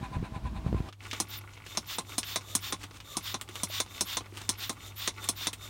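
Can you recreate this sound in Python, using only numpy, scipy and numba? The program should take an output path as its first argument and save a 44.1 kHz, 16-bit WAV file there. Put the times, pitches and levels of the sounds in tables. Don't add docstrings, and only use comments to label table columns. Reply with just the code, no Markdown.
import sys
import numpy as np
from scipy import signal
from scipy.fft import rfft, irfft
from scipy.io import wavfile
from scipy.ndimage import uniform_filter1d
from numba import njit

SR = 44100
rng = np.random.default_rng(int(sys.argv[2]) if len(sys.argv) > 2 else 0)


def to_wav(s):
    ch = np.atleast_2d(s).T
    pcm = np.round(np.clip(ch, -1, 1) * 32767)
    wavfile.write(sys.argv[1], SR, pcm.astype(np.int16))


N = 251227
T = np.arange(N) / SR
INDOORS_S = .89


def gain(db):
    return 10 ** (np.asarray(db) / 20)


def unit(x):
    return x / np.sqrt(np.mean(x ** 2) + 1e-18)


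def add(out, start_s, x):
    i = max(int(start_s * SR), 0)
    out[i:i + len(x)] += x[:max(N - i, 0)]


def swells(table):
    return sum(gain(db) * np.exp(-((T - peak_s) / width_s) ** 2 / 2) for peak_s, width_s, db in table)


def outdoors(fade_s=.008):
    return np.interp(T, [INDOORS_S - fade_s, INDOORS_S], [1, 0])


def colour(x, points, rings=(), size=4096):
    freqs = np.maximum(np.fft.rfftfreq(size, 1 / SR), 1)
    hz, db = np.transpose(points)
    db = np.interp(np.log(freqs), np.log(hz), db)
    for pitch_hz, width_hz, boost_db in rings:
        width_hz = max(width_hz, 85 + .014 * pitch_hz)
        db = db + min(boost_db, 10) / (1 + (2 * (freqs - pitch_hz) / width_hz) ** 2)
    cepstrum = irfft(np.log(gain(db)))
    cepstrum[1:size // 2] *= 2
    cepstrum[size // 2 + 1:] = 0
    return signal.fftconvolve(x, irfft(np.exp(rfft(cepstrum))))[:len(x)]


def noise(points, rings=()):
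    return unit(colour(rng.standard_normal(N), points, rings))


def band(x, hz, kind, order=2):
    sos = signal.butter(order, np.minimum(hz, SR / 2 - 1000), kind, fs=SR, output="sos")
    return signal.sosfilt(sos, x)


def wobble(rate_hz):
    hold = int(SR / rate_hz)
    steps = np.repeat(rng.standard_normal(N // hold + 1), hold)
    return unit(uniform_filter1d(uniform_filter1d(steps, hold), hold)[:N])


@njit
def sweep(x, hz, width_hz):
    out, mid, low = np.empty(len(x)), 0., 0.
    for i in range(len(x)):
        tuning, damping = np.tan(np.pi * min(hz[i], .45 * SR) / SR), width_hz / hz[i]
        swing = (mid + tuning * (x[i] - low)) / (1 + tuning * (tuning + damping))
        mid, low, out[i] = 2 * swing - mid, low + 2 * tuning * swing, damping * swing
    return out


def airy_tone(hz, width_hz):
    once = sweep(rng.standard_normal(N), hz, float(width_hz))
    return unit(sweep(once, hz, float(width_hz)))


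def grain(hz, cycles, size=1500):
    turns = np.arange(size) * hz / SR
    return np.sin(2 * np.pi * turns) * np.exp(-turns / cycles)


def cabin_echo(decay_s, direct, late_db=-30, late_decay_s=.096, size=6000):
    t = np.arange(size) / SR
    scatter = rng.standard_normal(size) * gain(3.5 * rng.standard_normal(size))
    echo = scatter * (gain(-60 * t / decay_s) + gain(late_db - 60 * t / late_decay_s))
    echo /= np.linalg.norm(echo)
    echo[0] += direct
    return echo


def strike(points, rings, decay_s, direct, db, thud_db, treble_db, shared=0, bounce_s=.0008, bounce=.041):
    hit = cabin_echo(decay_s, direct) + shared
    rebound = bounce * np.pad(hit, (int(bounce_s * SR), 0))[:len(hit)]
    hit = colour(hit + rebound, points, rings)
    bands_hz = [(130, 1400), (1400, 7000), (7000, 16000)]
    own_db = [10 * np.log10(np.mean(band(hit, hz, "band", order=4)[:SR // 50] ** 2)) for hz in bands_hz]
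    low, mid, high = db + np.array([thud_db, 0, treble_db]) - own_db
    return colour(hit, [(1150, low), (1700, mid), (6200, mid), (7900, high)])


# pitch_hz, level_db
SHORE_COLOUR = [(180, -18), (300, 7), (478, -10.5), (930, -3), (1010, -1), (1300, -10), (3830, -17),
                (16000, -35)]

def shore(wash_db=-51, tone_hz=645, tone_db=-62):
    wash = gain(wash_db + 1.6 * wobble(6.1)) * noise(SHORE_COLOUR)
    tone = gain(tone_db) * unit(np.sin(2 * np.pi * tone_hz * T))
    return (wash + tone) * np.interp(T, [INDOORS_S, INDOORS_S + .017], [1, 0])


# pitch_hz, level_db
CABIN_COLOUR = [(20, -19), (40, 2), (70, 6), (130, 0.5), (200, -7), (310, -4.5), (450, -14), (1100, -12),
                (1800, -22.5), (3600, -19), (5000, -25), (8000, -25), (16000, -31)]

def cabin(air_db=-54, hum_hz=99.9, hum_db=-52, rise_db_per_s=.3):
    air = gain(air_db + .5 * wobble(8.2)) * noise(CABIN_COLOUR) * np.interp(T, [.98, 1.03], [.3, 1])
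    hum_gain = gain(hum_db + rise_db_per_s * (T - INDOORS_S) + 2.7 * wobble(6.8))
    hum = unit(np.sin(2 * np.pi * np.cumsum(hum_hz + .37 * wobble(3.65)) / SR))
    return air + hum_gain * hum * (1 - outdoors())


# pitch_hz, level_db
PUFF_COLOUR = [(300, -18), (750, 0), (1100, -0.5), (1300, -5.5), (1600, -3), (2000, -11), (2450, -2.5),
               (3100, -16.5), (3750, -8.5), (5000, -24.5), (9000, -23), (16000, -56)]

def chuffing(first_s=.047, every_s=.1045, width_s=.016, level_db=-39.5, fade_db_per_s=7.5):
    from_peak = ((T - first_s + every_s / 2) % every_s - every_s / 2) / width_s
    swell = gain(level_db - fade_db_per_s * T) * np.exp(-from_peak ** 2 / 2)
    out = noise(PUFF_COLOUR) * gain(-4.5)
    for hz, db in ((1015, -6), (790, -11)):
        phase = 2 * np.pi * np.cumsum(hz - 12 * from_peak + 9 * wobble(97.4)) / SR
        out += gain(db + 3.2 * wobble(79.8)) * unit(np.sin(phase))
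    return out * swell * outdoors()


# pitch_hz, level_db
RUMBLE_COLOUR = [(20, -43), (35, -12), (52, 9), (80, 0.5), (130, -3.5), (220, -6.5), (400, -28.5),
                 (900, -31), (3000, -61)]
# peak_s, half_width_s, level_db
WIND_GUSTS = [(.19, 0.026, -34), (.46, 0.021, -37), (.57, 0.038, -40), (.73, 0.053, -35.5)]
# time_s, peak_db, upper_edge_hz
HARD_SWIRLS = [(.03, -28, 278), (.167, -22, 130), (.229, -22.5, 330), (.365, -27, 250), (.665, -18.5, 238),
               (.73, -19, 860), (.747, -17, 350), (.805, -20.5, 320)]

def wind(breeze_db=-44, small_db=-33, small_hz=290, flutter=.073, size=3000, count=12):
    out = noise(RUMBLE_COLOUR) * (gain(breeze_db) + swells(WIND_GUSTS))
    small = [((k + when) * INDOORS_S / count, small_db, small_hz)
             for k, when in enumerate(rng.random(count))]
    for time_s, db, hz in list(HARD_SWIRLS) + small:
        age = np.arange(size) / SR * np.pi * hz
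        roughness = 1 + flutter * unit(band(rng.standard_normal(size), 2 * hz, "low"))
        thump = band(age ** 2 * np.exp(-age) * roughness, 101, "high")
        add(out, time_s - .002, gain(db) * rng.choice([-1, 1]) * thump / abs(thump).max())
    return out * outdoors()


# pitch_hz, level_db
PLASTIC_COLOUR = [(100, -9.5), (300, 4), (600, -6), (1100, 1.5), (1700, -0.5), (2800, 0.5), (5000, -4.5),
                  (9000, -7.5), (11000, -17), (16000, -16)]
# peak_s, half_width_s, level_db
BAG_SHIFTS = [(1.06, .028, -50), (1.535, .022, -61), (2.83, 0.022, -47.5), (2.96, 0.017, -49),
              (4.395, 0.037, -46.5)]

def rustles(patchy_db=3):
    return swells(BAG_SHIFTS) * unit(noise(PLASTIC_COLOUR) * gain(patchy_db * wobble(280)))


def crinkles(level_db=-55, slack_db=-48, fade_db_per_s=.9, count=500):
    ticks = np.zeros(N)
    for when, fold, force in rng.random((count, 3)):
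        strength = gain(3.5 * min(-np.log(1 - force), 3))
        hz = 600 * 2 ** (3.6 * fold)
        add(ticks, 1 + when * (N / SR - 1), strength * np.sqrt(hz) * grain(hz, cycles=.55))
    ticks = signal.fftconvolve(ticks, cabin_echo(decay_s=.078, direct=.46))[:N]
    bouts = gain(2.5 * wobble(9))
    strain = (gain(slack_db) + suction()) * gain(-fade_db_per_s * T)
    return gain(level_db) * unit(colour(ticks, PLASTIC_COLOUR) * bouts * strain)


def small_snaps(level_db=-56, spread_db=2, count=12):
    out = np.zeros(N)
    for k, (when, force, dullness) in enumerate(rng.random((count, 3))):
        start_s = 1 + (k + when) / count * (N / SR - 1)
        db = level_db + spread_db * (2 * force - 1)
        add(out, start_s, strike(PLASTIC_COLOUR, (), decay_s=.06, direct=.74, db=db,
                                 thud_db=1.5, treble_db=-20 * dullness))
    return out


# start_s, level_db, thud_db, treble_db
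FOLD_SNAPS = [(.888, -53.5, 4, -15), (.9266, -53, -6, -15), (1.1123, -38, -31, -17),
              (1.1312, -38.5, -2, -13), (1.574, -59.5, 2.5, -25), (1.6646, -47.5, -8.5, -10),
              (2.2313, -39, -14, -16), (2.8386, -45.5, -2, -9), (3.003, -48.5, -7, -15),
              (3.4127, -42, -6, -1), (3.489, -48.5, -4.5, -7), (3.556, -42.5, -6.5, -8),
              (4.2078, -51, 5.5, -17), (4.372, -45, -6, -6), (5.2418, -45, -6, 0), (5.5308, -42, -10.5, -2)]

def big_snaps(ring_hz=3300, ring_width_hz=900, ring_db=5):
    out, rings = np.zeros(N), [(ring_hz, ring_width_hz, ring_db)]
    for start_s, db, thud_db, treble_db in FOLD_SNAPS:
        add(out, start_s, strike(PLASTIC_COLOUR, rings, decay_s=.077, direct=.52, db=db,
                                 thud_db=thud_db, treble_db=treble_db))
    return out


# start_s, level_db, pitch_hz
BAG_BUMPS = [(3.493, -39, 350), (3.7, -37, 630), (4.325, -39.5, 358)]

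def bumps():
    out = np.zeros(N)
    for start_s, db, hz in BAG_BUMPS:
        add(out, start_s, gain(db) * grain(hz, cycles=2.6))
    return out


def squeak(peak_s=3.162, pitch_hz=1160, level_db=-42, rise_s=.014, fall_s=.005, sag_hz_per_s=2400):
    age = np.clip(T - peak_s, -.2, .2)
    pitch = (pitch_hz - sag_hz_per_s * age) * (1 + .03 * wobble(400))
    tone = unit(np.sin(2 * np.pi * np.cumsum(pitch) / SR))
    return tone * gain(level_db) * np.exp(np.minimum(age / rise_s, -age / fall_s))


# top_s, suction_db, knock_db, treble_db
PULL_STROKES = [(1.2014, -49.5, -30.5, 0.5), (1.773, -48.5, -28.5, -9.5), (2.1816, -47, -30.5, 1),
                (2.552, -45.5, -29, 4), (3.1691, -46, -33.5, 0.5), (3.634, -44.5, -33, 2),
                (4.0091, -47, -28, -1.5), (4.4921, -55.5, -27.5, -1), (4.907, -48, None, None),
                (5.2885, -45.5, -28.5, 1), (5.71, -47, None, None)]

def suction(rise_s=.1, lead_s=.042, knock_fall_s=.11, free_fall_s=.068):
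    flow = np.zeros(N)
    for top_s, db, knock_db, _ in PULL_STROKES:
        fall_s = free_fall_s if knock_db is None else knock_fall_s
        flow += gain(db) * np.interp(T - (top_s - lead_s), [-rise_s, 0, fall_s], [0, 1, 0])
    return flow


# pitch_hz, level_db
SUCK_COLOUR = [(200, -10), (600, -0.5), (1200, -27), (1700, -5), (2500, -8.5), (3600, 1.5), (4900, -7.5),
               (6000, -3), (8500, -8), (10500, -13.5), (11300, -13), (13000, -6.5), (16000, -14)]
# pitch_hz, width_hz, boost_db
BARREL_AIR_RINGS = [(1110, 71, 6), (3610, 70, 9), (7100, 180, 9)]

def pulls(valve_hz=1190, valve_db=-12, barrel_hz=3620, barrel_db=-8):
    valve = airy_tone(valve_hz * (1 + .046 * wobble(22)), width_hz=88)
    barrel = airy_tone(barrel_hz * (1 + .017 * wobble(33)), width_hz=200) * gain(2 * wobble(25.97))
    air = noise(SUCK_COLOUR, BARREL_AIR_RINGS) + gain(valve_db) * valve + gain(barrel_db) * barrel
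    return air * suction() * gain(1.3 * wobble(63))


# pitch_hz, level_db
HISS_COLOUR = [(250, -28), (600, -8.5), (1100, 0.5), (2200, 3), (3300, 8), (4300, 5), (5500, 2),
               (7500, -6.5), (9500, -7), (10400, -15), (11500, -8.5), (16000, -5.5)]
# bottom_s, hiss_db, knock_db, treble_db
PUSH_STROKES = [(1.404, -42, None, None), (1.9843, -37.5, -36, -1), (2.359, -37.5, -30.5, -6),
                (2.7243, -38, -34, -4.5), (3.3426, -36.5, -35, -9), (3.802, -36, -29.5, -4),
                (4.1699, -36.5, -31.5, -6), (4.6947, -37.5, -35.5, -2), (5.076, -37, -29.5, -6),
                (5.4701, -36.5, -30, -4.5)]

def pushes(push_s=.13, overrun_s=.0019, hard_knock_db=-28.5,
           whistle_db=-45.5, whistle_hz=9300, rise_hz=9400, jet_db=-5.5, jet_band_hz=(13200, 16000)):
    speed, hiss_gain = np.zeros((2, N))
    for bottom_s, hiss_db, knock_db, _ in PUSH_STROKES:
        cut = 0 if knock_db is None else min(.34 * gain(knock_db - hard_knock_db) ** 2, .5)
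        swing = np.sin(np.pi * np.linspace(0, 1 - cut, int((push_s + overrun_s) * SR))).clip(0)
        add(speed, bottom_s - push_s, swing)
        add(hiss_gain, bottom_s - push_s, gain(hiss_db) * swing ** 1.73)
    hiss = noise(HISS_COLOUR, BARREL_AIR_RINGS) * gain(wobble(120))
    climb_hz = rise_hz * (1 + .073 * wobble(5)) * speed ** 1.34
    pitch = (whistle_hz + climb_hz) * (1 + .053 * wobble(260))
    whistle = airy_tone(pitch, width_hz=2200) * gain(2 * wobble(250) + 1.5 * wobble(12))
    whistle_gain = gain(whistle_db) * np.interp(speed, [.15, .6], [0, 1])
    jet = unit(band(rng.standard_normal(N), jet_band_hz, "band"))
    return hiss_gain * hiss + whistle_gain * (whistle + gain(jet_db) * jet * speed)


# pitch_hz, level_db
TOP_KNOCK_COLOUR = [(90, -19.5), (170, 6.5), (320, 6), (450, -5), (1000, 1), (1700, -13), (2900, -8),
                    (3600, -5.5), (4900, -4), (5800, 5.5), (7500, -3.5), (10000, 0), (11800, -14),
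                    (16000, -16)]
BOTTOM_KNOCK_COLOUR = [(90, -20), (170, 5), (450, -1.5), (780, 1.5), (1100, -2), (1600, -5), (3000, -5),
                       (3900, 2.5), (4900, -4), (6000, 3.5), (7800, -7), (9700, 1), (10700, -14),
                       (16000, -19)]
# pitch_hz, width_hz, boost_db
HANDLE_OUT_RINGS = [(1100, 80, 0.5), (3390, 310, 9), (4114, 130, 17), (5380, 50, 5), (5760, 130, -10),
                    (8360, 260, 6.5), (9490, 51, 26), (12760, 450, 5)]
HANDLE_IN_RINGS = [(1044, 39, 18), (2060, 290, 5.9), (3550, 140, 14), (3990, 83, 5.8), (4400, 130, 3.2),
                   (5490, 130, 3.9), (6920, 150, 4.5), (8300, 550, 4.1)]

def knocks(strokes, points, rings, decay_s, direct, trim_db, thud_db, alike, fade_db_per_s=.5):
    out, shared = np.zeros(N), alike * cabin_echo(decay_s, direct)
    for start_s, _, db, treble_db in strokes:
        if db is not None:
            thud = thud_db - fade_db_per_s * (start_s - INDOORS_S) - db
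            grip = rng.standard_normal((len(rings), 3)) * [.008, 0, .25]
            hit = strike(points, rings * (1 + grip), decay_s, direct, db + trim_db, thud, treble_db, shared)
            add(out, start_s, hit)
    return out


def scene():
    top = knocks(PULL_STROKES, TOP_KNOCK_COLOUR, HANDLE_OUT_RINGS,
                 decay_s=.073, direct=.35, trim_db=-1, thud_db=-34, alike=.83)
    bottom = knocks(PUSH_STROKES, BOTTOM_KNOCK_COLOUR, HANDLE_IN_RINGS,
                    decay_s=.078, direct=.16, trim_db=0, thud_db=-34.5, alike=.92)
    pump = top + bottom + pushes() + pulls() + squeak()
    bag = big_snaps() + bumps() + crinkles() + small_snaps() + rustles()
    return (pump + bag + wind() + chuffing() + shore() + cabin())[None]


def record(dry):
    return signal.sosfilt(signal.ellip(10, .2, 80, 15850, fs=SR, output="sos"), dry)


dry = scene()
out = record(dry)
to_wav(out)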